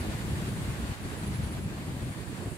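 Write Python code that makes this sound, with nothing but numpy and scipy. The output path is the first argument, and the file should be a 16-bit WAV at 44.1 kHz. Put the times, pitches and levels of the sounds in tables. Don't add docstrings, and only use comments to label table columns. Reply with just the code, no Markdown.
import sys
import numpy as np
from scipy import signal
from scipy.fft import rfft, irfft, next_fast_len
from scipy.io import wavfile
from scipy.ndimage import uniform_filter1d, map_coordinates

SR = 44100
rng = np.random.default_rng(int(sys.argv[2]) if len(sys.argv) > 2 else 0)


def volts(x):
    e = np.asarray(x, float) / 20
    return 10 ** e


def unload_audio(sound):
    columns = np.transpose(np.atleast_2d(sound))
    steps = np.round(np.clip(columns, -1, 1) * 32767)
    wavfile.write(sys.argv[1], SR, steps.astype(np.int16))


N = 113337


def unit(x):
    return x / np.sqrt(np.mean(x ** 2) + 1e-20)


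def along(points, hz):
    f, value = np.transpose(points)
    return np.interp(np.log(hz + 1), np.log(f + 1), value)


def curve(rows):
    s, value = np.transpose(rows)
    return np.interp(np.arange(N) / SR, s, value)


def wobble(knots_per_s):
    return map_coordinates(rng.standard_normal(400), [np.arange(N) * knots_per_s / SR])


def filtered(x, response):
    m = next_fast_len(N + 8192)
    return irfft(rfft(x, m) * response(np.fft.rfftfreq(m, 1 / SR)), m)[..., :N]


def evened(x):
    power = np.abs(uniform_filter1d((x ** 2).mean(0), int(.03 * SR)))
    return unit(x / (power + .1) ** .45)


def rush(spectrum, alike, patchy_db):
    z = signal.stft(rng.standard_normal((2, N)), nperseg=512)[2]
    patches = rng.standard_normal(z.shape[1:])
    for axis in (0, 1):
        patches = uniform_filter1d(patches, size=6, axis=axis)
    pair = signal.istft(z * volts(patchy_db * unit(patches)), nperseg=512)[1][:, :N]

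    def mid_side(hz):
        turn = np.arccos(np.clip(along(alike, hz), -1, 1)) / 2
        return volts(along(spectrum, hz)) * [np.cos(turn), np.sin(turn)]

    mid, side = filtered(pair, mid_side)
    return unit(np.array([mid + side, mid - side]))


# time [s], level [dB].
GUSTS = [(0, -24), (.05, -32), (.25, -26.5), (.32, -26.5), (.76, -27), (.91, -32), (.97, -44),
         (1.06, -27.5), (1.17, -31.5), (1.31, -39), (1.66, -45), (1.74, -32), (1.92, -28.5), (1.99, -27.5),
         (2.05, -48), (2.2, -27.5), (2.47, -45.5), (2.57, -32)]
# middle [s], deep push [dB], flutter [dB].
EDDIES = [(0.018, -37, -40.5), (0.057, -41, -35.9), (0.089, -33.5, -36), (0.151, -34.5, -41.3),
          (0.204, -39, -43.5), (0.245, -39, -39), (0.267, -42, -51), (0.291, -38, -40.0),
          (0.328, -31, -38.5), (0.382, -35, -41), (0.43, -38.5, -40), (0.486, -37.5, -38),
          (0.525, -38.5, -41.5), (0.571, -37, -46), (0.612, -38.5, -47), (0.645, -39.5, -44),
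          (0.696, -33, -44), (0.795, -36.5, -40.3), (0.843, -32.5, -44), (0.909, -33, -54),
          (0.973, -44, -50), (1.02, -39, -44.5), (1.061, -38.5, -40.5), (1.134, -39, -39.5),
          (1.187, -39, -41), (1.235, -37, -41), (1.284, -33.5, -38), (1.32, -32.5, -37),
          (1.354, -35.5, -43.5), (1.396, -32, -41), (1.439, -32, -41), (1.473, -35.5, -41),
          (1.513, -37, -38), (1.554, -34.5, -43.5), (1.591, -38, -40.5), (1.622, -37, -43),
          (1.647, -34, -45), (1.67, -33, -44), (1.695, -43.0, -42), (1.724, -40.5, -39.5),
          (1.761, -46, -44), (1.787, -56, -45), (1.811, -45, -40), (1.889, -36.5, -40.5),
          (1.934, -41, -43.5), (1.965, -48, -43.7), (2.03, -33, -40), (2.07, -34, -41.5), (2.106, -36, -43),
          (2.174, -40, -40.5), (2.208, -40.5, -48), (2.29, -37, -46), (2.311, -42, -43),
          (2.337, -37.5, -41.5), (2.364, -56, -43.5), (2.396, -37.5, -43), (2.428, -41, -36),
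          (2.473, -35, -36.5), (2.522, -34, -42)]
# frequency [Hz], density [dB per Hz].
RUMBLE = [(10, -60), (25, -49), (45, -6), (72, 1), (135, -1), (200, -7), (280, -19), (500, -46)]
# frequency [Hz], density [dB per Hz].
FLUTTER = [(60, -41), (140, -8), (200, 0), (350, -5), (520, -14), (900, -24), (1500, -60)]
# frequency [Hz], left-right likeness [0-1].
WIND_ALIKE = [(35, 0.89), (90, 0.89), (250, 0.91), (450, 0.9), (800, 0.99)]


def wind():
    half_thump_s, eddy_db, stream_push_db = .034, 2.2, -1.3 - 8
    stream_flutter_db, flutter_follows = -42 - 5, .45
    left_db, port_lag_s = .3, .00015
    gust_db = curve(GUSTS)
    s, push_db, flutter_db = np.transpose(EDDIES)
    u = (np.arange(N) / SR - s[:, None]) / half_thump_s
    thump = np.cos(np.pi / 2 * np.clip(u, -1, 1)) ** 4
    push = np.sqrt(volts(2 * (push_db + eddy_db)) @ thump + volts(2 * (gust_db + stream_push_db)))
    stream_db = stream_flutter_db + flutter_follows * (gust_db - gust_db.mean())
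    flutter = np.sqrt(volts(2 * flutter_db) @ thump + volts(2 * stream_db))
    both = push * evened(rush(RUMBLE + [(1000, -120)], WIND_ALIKE, patchy_db=1.0))
    both = both + flutter * evened(rush(FLUTTER + [(3000, -120)], WIND_ALIKE, patchy_db=.5))
    balance = volts([[left_db], [-left_db]])
    return filtered(both, lambda hz: balance * np.exp(1j * np.pi * port_lag_s * hz * [[1], [-1]]))


# time [s], level [dB].
WASH = [(0, -46), (.5, -47), (.75, -47.5), (.775, -49), (.8, -47.5), (.94, -47.5), (.96, -51.5),
        (1.02, -50.7), (1.045, -48), (1.3, -48.5), (1.58, -49.5), (1.61, -51.5), (1.9, -50.5),
        (2.23, -50.5), (2.27, -52), (2.31, -50.5), (2.5, -50.5), (2.57, -53)]
# frequency [Hz], density [dB per Hz].
WATER = [(290, -5.5), (500, -5.5), (1100, -5), (1310, -7), (1680, -6), (3000, -11.5), (4650, -14.5),
         (5200, -20), (7500, -21.5)]
# frequency [Hz], left-right likeness [0-1].
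WATER_ALIKE = [(400, 0.47), (900, 0.29), (1200, 0.28), (1700, 0.21), (2400, 0.037), (3350, 0.29),
               (4000, 0.053), (8000, 0.13)]
# frequency [Hz], lead of the left port [rad].
WATER_LEAD = [(900, .4), (1350, 2.3), (2100, 1.9), (3300, 2.4), (8000, 2.4)]
# frequency [Hz], density [dB per Hz].
SPRAY = [(5000, -10), (7000, -2), (8000, 0), (10000, 0), (11500, -4.5), (13000, -5.5), (15800, -12.5),
         (18000, -27)]


def surf():
    wash_gain_db, spray_gain_db, spray_follows, ebb_s = 4.5, -4.5, .98, .06
    wash_db = curve(WASH)
    body_db = wash_db + wash_gain_db + .7 * wobble(50) + .5 * wobble(24)
    body = volts(body_db) * rush(WATER + [(15000, -120)], WATER_ALIKE, patchy_db=.9)
    body = filtered(body, lambda hz: np.exp(.5j * along(WATER_LEAD, hz) * [[1], [-1]]))
    ebb_db = uniform_filter1d(wash_db, int(ebb_s * SR)) - wash_db.mean()
    spray_db = wash_db.mean() + spray_follows * ebb_db + spray_gain_db
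    return body + volts(spray_db) * rush(SPRAY, [(8000, 0.076)], patchy_db=.7)


def rasp(wing):
    teeth_per_s, jitter_teeth = 338, .3
    scattered, same_path = .6, .16
    count = int(N / SR * teeth_per_s)
    at = (np.arange(count) + jitter_teeth * rng.standard_normal((2, count))) * SR / teeth_per_s
    teeth = np.array([np.bincount(np.clip(a, 0, N - 1).astype(int), minlength=N) for a in at])
    drive = np.sqrt(1 - scattered) * unit(teeth) + np.sqrt(scattered) * rng.standard_normal((2, N))
    drive[1] += same_path * drive[0]

    def resonated(center, width):
        return filtered(drive, lambda f: (1j * f * width / (center ** 2 - f * f + 1j * f * width)) ** 3)

    return [evened(resonated(center, width)) for center, width in wing]


def cricket(strokes, half_stroke_s, wing, left_db):
    s, db = np.transpose(strokes)
    u = (np.arange(N) / SR - s[:, None]) / half_stroke_s
    swell = volts(db)[:, None] * np.cos(np.pi / 2 * np.clip(u, -1, 1)) ** 2
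    late = np.clip(.5 + u, 0, 1)
    early_tone, late_tone = rasp(wing)
    song = early_tone * (swell * np.sqrt(1 - late)).sum(0)
    song = song + late_tone * (swell * np.sqrt(late)).sum(0)
    return song * volts([[left_db], [-left_db]])


# middle [s], level [dB].
NEAR = [(.005, -55), (.19, -68), (.3, -68), (.52, -65), (.7, -65), (.81, -63), (1.04, -64), (1.11, -61),
        (1.19, -56.5), (1.277, -54), (1.362, -55.5), (1.447, -55.5), (1.53, -56), (1.6, -61), (1.64, -60.5),
        (2.43, -61), (2.51, -60)]
# center [Hz], width [Hz].
NEAR_WING = [
    (10200, 950),
    (10400, 900),
]


def near_cricket():
    return cricket(NEAR, .042, NEAR_WING, left_db=-4.0)


# middle [s], level [dB].
SECOND = [(.06, -68), (.19, -66), (.3, -61), (.38, -59), (.48, -57), (.56, -55.5), (.63, -58), (.715, -59),
          (.81, -59), (.89, -59), (1.11, -63), (1.23, -63), (1.34, -65), (1.48, -58), (1.88, -59),
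          (1.96, -65), (2.04, -58), (2.12, -56.5), (2.2, -61), (2.29, -58), (2.38, -61), (2.46, -61),
          (2.54, -58)]
# center [Hz], width [Hz].
SECOND_WING = [
    (9150, 950),
    (9450, 850),
]


def second_cricket():
    return cricket(SECOND, .055, SECOND_WING, left_db=2.5)


# time [s], level [dB].
CHORUS = [(0, -67), (.2, -57), (.28, -68), (.34, -59), (.52, -58), (.78, -61.5), (.9, -60), (.95, -68),
          (1.02, -66), (1.06, -60), (1.45, -62), (1.55, -64), (1.7, -63), (1.95, -64), (2.08, -61.5),
          (2.3, -60.5), (2.4, -61), (2.57, -56)]
# center [Hz], width [Hz].
CHORUS_WING = [
    (7600, 840),
    (8200, 550),
]


def chorus():
    gain_db, sway_db = -2.5, 1.2
    low, high = rasp(CHORUS_WING)
    low_sway, high_sway = volts(sway_db * np.array([wobble(16), wobble(19)]))
    return volts(curve(CHORUS) + gain_db) * (low * low_sway + high * high_sway)


def scene():
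    left_db = .38
    airborne = surf() + near_cricket() + second_cricket() + chorus()
    return wind() + airborne * volts([[left_db], [-left_db]])


# start [s], length [s], depth [dB].
SHUTS = [(.03, .04, -6), (.11, .02, -6), (.18, .05, -8), (.755, .04, -12), (.935, .08, -16), (1.09, .1, -9),
         (1.69, .025, -8), (2.14, .09, -11), (2.23, .06, -26), (2.29, .15, -12), (2.495, .1, -28)]


def wind_filter(dry):
    shut_hz, edge_s = 210, .015
    t = np.arange(N) / SR
    shut_db = np.zeros(N)
    for start, length, depth_db in SHUTS:
        inside_s = np.minimum(t - start, start + length - t)
        shut_db += depth_db * np.clip(inside_s / edge_s + .5, 0, 1)
    bass = filtered(dry[0], lambda hz: 1 / (1 + (hz / shut_hz) ** 6))
    return np.array([dry[0] - bass * (1 - volts(shut_db)), dry[1]])


def band_limit(x):
    return signal.sosfilt(signal.butter(12, 15910, fs=SR, output="sos"), x)


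def record(dry):
    band_hz, top = 15740, .14
    both = filtered(wind_filter(dry), lambda hz: hz < band_hz)
    limited = both / (1 + np.abs(both / top) ** 4) ** 0.35
    return band_limit(limited)


dry = scene()
out = record(dry)
unload_audio(out)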